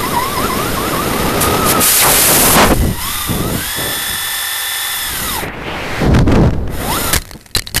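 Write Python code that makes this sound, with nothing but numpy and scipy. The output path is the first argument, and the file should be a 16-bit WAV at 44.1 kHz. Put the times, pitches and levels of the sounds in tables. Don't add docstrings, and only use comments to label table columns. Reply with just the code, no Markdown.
import sys
import numpy as np
from scipy import signal
from scipy.fft import rfft, irfft
from scipy.io import wavfile
from scipy.ndimage import uniform_filter1d

SR = 44100
rng = np.random.default_rng(int(sys.argv[2]) if len(sys.argv) > 2 else 0)


def int16_out(signal):
    q = np.round(np.clip(np.atleast_2d(signal).T, -1, 1) * 32767)
    wavfile.write(sys.argv[1], SR, q.astype(np.int16))


N = 343980

TEETH = 39
TAKEOFF_S, TAKEOFF_FADE_S = 1.8, 0.1
GRIP_S, SPIN_UP_POWER = 0.042, 1.25
STRAIN_FULL_HZ_PER_S, STRAIN_WHINE_DB, STRAIN_OVERTONES_DB = 5830, 6.5, 2.5
GEARBOX_HZ, GEARBOX_WIDTH_HZ, GEARBOX_DB = 855, 65, 10
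CRAWL_HZ, CRAWL_POWER, DULL_POWER, DULL_HZ = 960, 0.93, 1.76, 2040
# t/s at the slowest, mesh before/Hz, mesh after/Hz
TYRE_GRIPS = [(0.036, 1298, 965), (0.156, 1260, 926), (.375, 1197, 995), (.51, 1417, 987),
              (.775, 1550, 1050), (.95, 1460, 1057), (1.125, 1422, 1093), (1.274, 1342, 1160),
              (1.39, 1370, 1200), (1.669, 1323, 1210), (1.78, 1340, 1255)]
# t/s, f/Hz
FLIGHT_MESH = [(2.99, 943), (3.13, 1223), (3.391, 1151), (3.68, 1673), (3.82, 1730), (4.9, 1750),
               (5.07, 1716), (5.2, 1482), (5.3, 1213), (5.41, 766), (5.5, 150)]
# t/s, f/Hz
LANDING_MESH = [(6.68, 180), (6.73, 505), (6.885, 802), (6.93, 1012), (6.98, 1400), (7.029, 1410),
                (7.16, 1273)]
# start/s, rise/s, hold/s, fall/s, rattle/dB, whine/dB
THROTTLE_BURSTS = [(-.1, .05, 1.37, -4.8, -28.5, -28), (1.099, 0.41, .3, 0.2, -27.5, -22.5),
                   (2.728, 0.074, .78, .2, -31.5, -47), (2.888, 0.19, 0.15, 0.8, -24, -33.5),
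                   (3.232, 0.49, 1.76, 0.14, -24, -35.5), (6.639, 0.089, 0.375, 0.1, -23.5, -32.5)]
# multiple, ground level/dB, air level/dB, roughness
MESH_OVERTONES = [(2, -18, -24, .6), (3, -23, -18, .6), (4, -22, -28, .8), (5, -15, -18, .7)]
# f/Hz, level/dB
HUM_BY_MESH = [(1300, -39), (1550, -16.5), (1690, -6.5), (1750, -2)]
# multiple of wheel rate, level/dB
HUM_LINES = [(2, -48.5), (7, -68), (8, -48.5), (9, -52), (11, -49.5), (18, -40), (19, -62), (30, -40),
             (38, -46), (40, -27), (41, -41), (42, -66), (45, -32), (75, -41), (82, -46), (84, -33)]
# f/Hz, level/dB
CHASSIS_SLOPE = [(60, -16), (220, -51), (500, -4.5), (800, -2), (1300, 7.5), (2400, 0), (4500, 1),
                 (7800, -2.5), (9800, 7), (11000, 2), (12300, 9), (13800, -1)]
# f/Hz, width/Hz, level/dB
CHASSIS_MODES = [(864, 173, 7.1), (1976, 153, 8.4), (2870, 550, 3.8), (3690, 370, 5.7), (5160, 160, 6.8),
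                 (7020, 610, 3.9), (8620, 210, 5.1)]

# start/s, rise/s, hold/s, fall/s, level/dB
ROCKET_BURNS = [(1.402, 0.013, 0.0069, .08, -12), (1.63, .085, 0.011, -0.08, -10),
                (1.782, 0.066, 0.68, 0.265, -8), (2.55, 0.059, 0.11, -3.5, -19)]
# f/Hz, level/dB
JET_SPECTRUM = [(200, -4.5), (500, -3), (1000, -4.5), (1500, -1), (3000, -1), (6000, -1.5), (8000, 0.5),
                (9500, 4), (11500, 4), (13000, 3), (14000, -1), (14600, -12.5)]
# t/s, level/dB, f/Hz
JET_WHOOSH = [(1.95, -39, 7000), (2.0, -12, 4580), (2.025, -13, 1940), (2.06, -10, 1040), (2.11, -10, 684),
              (2.15, -23, 480)]

# t/s, level/dB
AIRFLOW_LEVEL = [(0, -29), (1.6, -28), (1.95, -40), (2.4, -23.5), (2.85, -9.5), (3.0, -26.5), (3.55, -30),
                 (3.75, -38), (4.3, -37), (4.45, -51), (4.76, -52), (5.12, -29), (5.85, -35), (6.15, -11),
                 (7.14, -26), (7.25, -35.5), (7.47, -42.5), (7.8, -31)]
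# start/s, rise/s, hold/s, fall/s, level/dB, brightness/Hz
RUSH_SWELLS = [(1.96, .13, .08, .25, -13.5, 1250), (2.22, .11, .35, .04, -11, 800),
               (2.535, .07, .032, .013, 10, 900), (2.695, .02, .014, .012, 3, 280),
               (2.765, .04, .085, .06, -10.5, 95), (3.265, .035, .25, .12, -16, 205),
               (3.73, .09, .04, .24, -22.5, 400), (4.06, .04, .02, .12, -28, 140),
               (5.03, .2, .15, .1, -28, 330), (5.4, .04, .03, .06, -22, 330), (5.45, .2, .35, .1, -25, 720),
               (5.99, .04, .05, .1, -12, 300), (6.05, .09, .075, .025, 0, 105),
               (6.255, .03, .19, .03, -3, 180), (6.5, .03, .19, .08, -26, 270),
               (6.73, .11, .28, .08, -22.5, 520), (7.32, .035, .005, .05, -29, 200)]
# t/s, level/dB, f/Hz
EDGE_TONE = [(5.42, -26.5, 2035), (5.5, -27.5, 1980), (5.6, -34, 2420), (5.68, -23.5, 3020),
             (5.78, -24, 2560), (5.88, -24.5, 2160), (6.01, -23, 1900), (6.1, -38, 1790)]
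# f/Hz, level/dB
EDGE_SPECTRUM = [(200, 7.5), (2000, 0), (4000, -6), (7000, -23), (14000, -3)]
# t/s, level/dB
HISS_LEVEL = [(5.6, -48), (5.8, -34), (6.02, -28), (6.07, -31.5)]
# f/Hz, level/dB
HISS_SPECTRUM = [(1500, -1), (4200, 2), (7000, -8), (13000, -12)]
# t/s, level/dB, half-width/s
EDDY_SLAPS = [(5.439, -16, 0.0066), (5.484, -17.5, 0.0027), (6.149, -3.5, 0.0075), (6.167, -4, 0.0036),
              (6.19, 0.5, 0.0019), (6.28, -5, 0.0011), (6.322, -8, 0.0072), (6.357, -8, 0.0084),
              (6.507, -10.5, 0.00087), (6.538, -23.5, 0.0066), (6.678, -18.5, 0.0017), (6.708, -32, 0.0054)]
# f/Hz, level/dB
SLAP_SPECTRUM = [(30, -12), (90, 7), (300, -1.5), (900, -9.5), (2000, -12), (5000, -24.5), (14000, -43)]
# f/Hz, level/dB
BUFFET_SPECTRUM = [(12, -1), (30, -12.5), (60, -5.5), (110, -13), (300, -44), (2000, -91)]

# t/s, crack/dB, crack decay/s, shell ring/dB, thump/dB
CRASH_BLOWS = [(7.13, 5, 0.0068, -20, -24), (7.134, 5, 0.0034, -17.5, -7), (7.141, 1, 0.0025, 2, -4),
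               (7.158, 3.5, 0.0031, -3, 4.5), (7.163, 8, 0.0018, -19, -21), (7.174, -12, 0.003, -19, -29),
               (7.186, -34, 0.0067, -34, -34), (7.2198, -22, 0.0022, -25, -36),
               (7.2534, -19, 0.00053, -42, -42), (7.312, -18.5, 0.0014, -40, -41),
               (7.3348, -32, 0.0015, -22, -24), (7.411, -38, 0.0059, -30, -50),
               (7.461, -30.5, 0.0049, -35, -46), (7.512, -39, 0.0024, -38, -44), (7.55, -6, 0.0034, 6, -33),
               (7.5629, 8, 0.0009, -7, -2), (7.5675, 6.5, 0.0014, -18, -31), (7.572, -10, 0.0022, -2, -21),
               (7.585, -20, 0.0048, -11, -10), (7.5941, 1, 0.00093, -4, -31),
               (7.621, -19, 0.00089, -22, -49), (7.665, -35, 0.013, -44, -40),
               (7.6725, -30, 0.001, -15, -31), (7.6945, -41, .003, -22, -29),
               (7.7165, -35, 0.0035, -24, -27), (7.7464, 0.5, 0.0012, -8, -22),
               (7.752, -27, 0.0043, -33, -31), (7.7571, -14, 0.0023, -25, -21),
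               (7.7624, 4, 0.0043, -23, -24), (7.771, -26, .004, -22, -26), (7.777, -5, 0.0042, -4, -4),
               (7.795, -46, 0.0036, -22, -31)]
# f/Hz, level/dB, t60/s
SHELL_MODES = [(1930, -24, 0.035), (3000, -10.5, 0.023), (4130, -6.5, 0.032), (4360, -6.5, 0.014),
               (4630, -4.5, 0.012), (5100, -22, .012), (9700, -32, .008)]
# t/s, level/dB
CHIP_LEVEL = [(7.17, -37), (7.25, -48), (7.42, -51), (7.52, -58), (7.65, -53), (7.7, -47.5), (7.8, -65)]
# f/Hz, level/dB
CRACK_SPECTRUM = [(100, 7), (700, 2), (1300, -0.5), (1900, 7), (2600, -3.5), (4300, -1.5), (6000, -3),
                  (10000, -1), (14000, -7)]

# t/s, level/dB, half-width/s
ROAD_BUMPS = [(.02, -31, 0.081), (.445, -22, 0.015), (1.39, -29, 0.018), (1.666, -22, 0.0077)]
# f/Hz, level/dB
TYRE_SPECTRUM = [(25, -8), (70, 1), (200, 3), (400, 1.5), (700, -4), (1500, -9.5), (2500, -14),
                 (4000, -17.5), (7000, -26.5), (14000, -28)]


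def drive(waver=0.0043, jitter=0.0074, throb_db=0.34, rattle_db=4.0, overtones_db=1.5, soften_db=-8):
    mesh_hz, on_ground = mesh_rate(), ground_contact()
    pace = np.minimum(mesh_hz / CRAWL_HZ, 1)
    force, whine_gain = throttle() * pace ** CRAWL_POWER
    strain = (1 - on_ground) * np.minimum(np.abs(np.gradient(mesh_hz)) * SR / STRAIN_FULL_HZ_PER_S, 1)
    speed_spread = jitter * (on_ground + 0.064) + waver * strain
    mesh_rad = 2 * np.pi * np.cumsum(mesh_hz * (1 + speed_spread * drift(60.6))) / SR
    wheel_rad = mesh_rad / TEETH
    throb = from_db(throb_db * (np.sin(wheel_rad) + 2.3 * drift(270)))
    knocking = throb * (1 + 0.18 * np.cos(mesh_rad))
    rattle = from_db(rattle_db) * knocking * noise(chassis_db(bins_hz()))
    dull = signal.sosfiltfilt(signal.butter(2, DULL_HZ, fs=SR, output="sos"), rattle)
    rattle = dull + pace ** DULL_POWER * (rattle - dull)
    tone = whine_gain * from_db(STRAIN_WHINE_DB * strain) * whine(mesh_hz, mesh_rad, on_ground)
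    hum_gain = from_db(db_at(HUM_BY_MESH, mesh_hz))
    hum = hum_gain * top_speed_hum(wheel_rad)
    bite = from_db(overtones_db + STRAIN_OVERTONES_DB * strain + soften_db * hum_gain)
    upper = pace ** 2 * bite * overtones(mesh_hz, mesh_rad, on_ground)
    return tone + hum + force * (rattle + upper)


def whine(mesh_hz, mesh_rad, on_ground, wobble=0.15, rough_air=0.4, rough_ground=0.34, skip_db=2.1):
    rough = rough_air + (rough_ground - rough_air) * on_ground
    uneven_teeth = 1 + wobble * np.cos(mesh_rad / TEETH)
    tone = uneven_teeth * (1 + rough * drift(69)) * np.cos(mesh_rad + rough * drift(115))
    pull_db = np.clip(-19 * np.log2(mesh_hz / 1200), -7, 6)
    load = from_db(on_ground * (pull_db + skip_db * drift(26)))
    flare_db = GEARBOX_DB / (1 + ((mesh_hz - GEARBOX_HZ) / GEARBOX_WIDTH_HZ) ** 2)
    return load * from_db(chassis_db(mesh_hz) + flare_db) * tone


def top_speed_hum(wheel_rad, waver_rad=0.073, unbalance_rad=0.0089, octave_db=-25.5):
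    angle_rad = wheel_rad + unbalance_rad * np.sin(wheel_rad)
    lines = sum(from_db(db) * np.cos(order * angle_rad + rng.uniform(0, 2 * np.pi) + waver_rad * drift(14))
                for order, db in HUM_LINES)
    octave = from_db(octave_db) * np.cos(2 * TEETH * angle_rad)
    return np.sqrt(2) * (lines + octave)


def overtones(mesh_hz, mesh_rad, on_ground, extra_resonance=1.07):
    out, grid_hz = 0, np.geomspace(200, 12000, num=1000)
    response_db = chassis_db(grid_hz) + extra_resonance * resonances_db(grid_hz)
    for order, ground_db, air_db, rough in MESH_OVERTONES:
        tone = (1 + rough * drift(140)) * np.cos(order * mesh_rad + rough * drift(140))
        source_db = air_db + (ground_db - air_db) * on_ground
        out = out + from_db(source_db + np.interp(order * mesh_hz, grid_hz, response_db)) * tone
    return out


def mesh_rate(inertia_s=0.012):
    points, share = [], np.linspace(0, 1, num=6)
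    last_s, last_hz = -GRIP_S, TYRE_GRIPS[0][1]
    for s, before_hz, after_hz in TYRE_GRIPS:
        skip_s = last_s + share * (s - GRIP_S - last_s)
        skip_hz = last_hz + share ** SPIN_UP_POWER * (before_hz - last_hz)
        points += zip(skip_s, skip_hz)
        last_s, last_hz = s, after_hz
    points += [(last_s, last_hz), (TAKEOFF_S + TAKEOFF_FADE_S, last_hz), *FLIGHT_MESH, *LANDING_MESH]
    return uniform_filter1d(in_time(points)[0], round(inertia_s * SR))


def throttle():
    bursts = [from_db([[rattle_db], [whine_db]]) * swell(*shape)
              for *shape, rattle_db, whine_db in THROTTLE_BURSTS]
    return np.max(bursts, axis=0)


def ground_contact():
    return np.clip(1 - (np.arange(N) / SR - TAKEOFF_S) / TAKEOFF_FADE_S, 0, 1)


def chassis_db(hz):
    return db_at(CHASSIS_SLOPE, hz) + resonances_db(hz)


def resonances_db(hz):
    return sum(db * np.exp(-np.minimum(((hz - mode_hz) / width_hz) ** 2, 20))
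               for mode_hz, width_hz, db in CHASSIS_MODES)


def rocket(flutter_db=1.8, whoosh_damping=0.21):
    thrust = np.max([from_db(db) * swell(*shape) for *shape, db in ROCKET_BURNS], axis=0)
    hiss = thrust * from_db(flutter_db * drift(116)) * coloured(JET_SPECTRUM)
    whoosh = swept_lowpass(rng.standard_normal(N), in_time(JET_WHOOSH)[1], whoosh_damping)
    return hiss + level(JET_WHOOSH) * whoosh


def wind(lump_db=1.5, eddies_db=-34, low_cut_hz=45, buffet_db=-1, surge_db=2.0):
    strength, brightness_hz = rush_envelope()
    rush = swept_lowpass(rng.standard_normal(N), 0.5 * brightness_hz, damping=2.68)
    rush = signal.sosfilt(signal.butter(2, low_cut_hz, "high", fs=SR, output="sos"), rush)
    fine_eddies = from_db(eddies_db) * coloured([(300, -28), (1800, -19), (4000, 3), (14000, -19)])
    rush = strength * from_db(lump_db * drift(45)) * (rush + fine_eddies)
    edge = edge_tone()
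    hiss = level(HISS_LEVEL) * coloured(HISS_SPECTRUM)
    slaps = puffs(EDDY_SLAPS) * coloured(SLAP_SPECTRUM)
    surge = from_db(buffet_db + surge_db * drift(7.3))
    buffet = surge * level(AIRFLOW_LEVEL) * coloured(BUFFET_SPECTRUM)
    return rush + edge + hiss + slaps + buffet


def edge_tone(gain_db=-3, wander=0.054, damping=0.2):
    edge_hz = in_time(EDGE_TONE)[1] * (1 + wander * drift(20))
    return from_db(gain_db) * level(EDGE_TONE) * swept_lowpass(coloured(EDGE_SPECTRUM), edge_hz, damping)


def rush_envelope(steady_db=-5.5, steady_hz=150):
    powers = [(from_db(steady_db) * level(AIRFLOW_LEVEL)) ** 2]
    powers += [(from_db(db) * swell(*shape)) ** 2 for *shape, db, _ in RUSH_SWELLS]
    colours_hz = [steady_hz] + [hz for *_, hz in RUSH_SWELLS]
    total = sum(powers) + 1e-18
    brightness_hz = sum(power * hz for power, hz in zip(powers, colours_hz)) / total
    return np.sqrt(total), np.maximum(brightness_hz, 20)


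def crash(scatter_db=5.5, detune=0.039, sway_db=-14):
    t = np.arange(N) / SR
    cracks, shell, kicks = np.zeros((3, N))
    mode_hz, mode_db, t60_s = np.transpose(SHELL_MODES)[:, :, None]
    for s, crack_db, decay_s, ring_db, thump_db in CRASH_BLOWS:
        i = min(round(s * SR), N - 1)
        age_s = t[:min(N - i, SR // 10)]
        cracks[i:i + len(age_s)] += from_db(crack_db) * np.exp(-age_s / decay_s)
        strength, shift = rng.standard_normal((2, len(SHELL_MODES), 1))
        envelopes = from_db(mode_db + scatter_db * strength - 60 * age_s / t60_s)
        modes = envelopes * np.sin(2 * np.pi * mode_hz * (1 + detune * shift) * age_s)
        shell[i:i + len(age_s)] += from_db(ring_db) * modes.sum(axis=0)
        kicks[i] = from_db(thump_db)
    chips = level(CHIP_LEVEL) * from_db(8.2 * drift(140))
    crunch = (cracks + chips) * coloured(CRACK_SPECTRUM)
    thump = ring(kicks, hz=70, t60_s=0.055)
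    sway = from_db(sway_db) * ring(kicks, hz=30, t60_s=0.23)
    return crunch + shell + thump + sway


def tyres(rolling_db=-23.5, rise_db_per_s=5, uneven_db=1.76, gain_db=1.0):
    rolling = ground_contact() ** 2 * from_db(rolling_db + rise_db_per_s * np.arange(N) / SR)
    grit = from_db(gain_db + uneven_db * drift(80)) * coloured(TYRE_SPECTRUM)
    return (rolling + puffs(ROAD_BUMPS)) * grit


def microphone_hiss(level_db=-54):
    return from_db(level_db) * coloured([(100, 10), (2000, -11), (14000, 4)])


def from_db(db):
    return 10 ** (np.asarray(db) / 20)


def unit_rms(x):
    return x / np.sqrt(np.mean(x ** 2) + 1e-20)


def in_time(rows):
    s, *columns = np.transpose(rows)
    return [np.interp(np.arange(N) / SR, s, column) for column in columns]


def level(rows, fade_s=0.038):
    t = np.arange(N) / SR
    outside_s = np.maximum(rows[0][0] - t, t - rows[-1][0])
    return from_db(in_time(rows)[0]) * np.clip(1 - outside_s / fade_s, 0, 1)


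def swell(start_s, rise_s, hold_s, fall_s):
    age_s = np.arange(N) / SR - start_s
    attack = np.sin(np.pi / 2 * np.clip(age_s / max(rise_s, 1e-3), 0, 1)) ** 2
    return attack * 10 ** -np.clip((age_s - rise_s - hold_s) / max(fall_s, 1e-3), 0, 8)


def puffs(rows):
    t = np.arange(N) / SR
    return sum(from_db(db) * np.exp(-np.minimum(((t - s) / width_s) ** 2, 50)) for s, db, width_s in rows)


def db_at(points, hz):
    points_hz, db = np.transpose(points)
    return np.interp(np.log(hz + 1), np.log(points_hz), db)


def bins_hz():
    return np.arange(N // 2 + 1) * SR / N


def noise(db):
    return unit_rms(irfft(rfft(rng.standard_normal(N)) * from_db(db), N))


def coloured(points):
    return noise(db_at(points, bins_hz()))


def drift(corner_hz):
    size = N // 20
    rolloff = 1 + (bins_hz()[:size // 2 + 1] / corner_hz) ** 2
    slow = irfft(rfft(rng.standard_normal(size)) / rolloff, size)
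    return np.interp(np.arange(N) / 20, np.arange(size), unit_rms(slow))


def swept_lowpass(x, hz, damping, block=128):
    out, state = np.zeros(N), np.zeros(2)
    for i in range(0, N, block):
        w = 2 * np.pi * hz[i] / SR
        r = np.exp(-w * damping)
        a1, a2 = -2 * r * np.cos(w), r * r
        gain = np.sqrt((1 - a2) * ((1 + a2) ** 2 - a1 ** 2) / (1 + a2))
        out[i:i + block], state = signal.lfilter([gain], [1, a1, a2], x[i:i + block], zi=state)
    return out


def ring(clicks, hz, t60_s):
    r, w = from_db(-60 / (t60_s * SR)), 2 * np.pi * hz / SR
    return signal.lfilter([0, np.sin(w)], [1, -2 * r * np.cos(w), r * r], clicks + 1e-18)


def scene():
    floor = microphone_hiss()
    return np.tile(drive() + tyres() + rocket() + wind() + crash() + floor, (2, 1))


def record(dry):
    ceiling, stopband_hz = 0.5, 15150
    clipped = np.clip(dry, -ceiling, ceiling)
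    return signal.sosfiltfilt(signal.cheby2(10, 35, stopband_hz, fs=SR, output="sos"), clipped)


dry = scene()
out = record(dry)
int16_out(out)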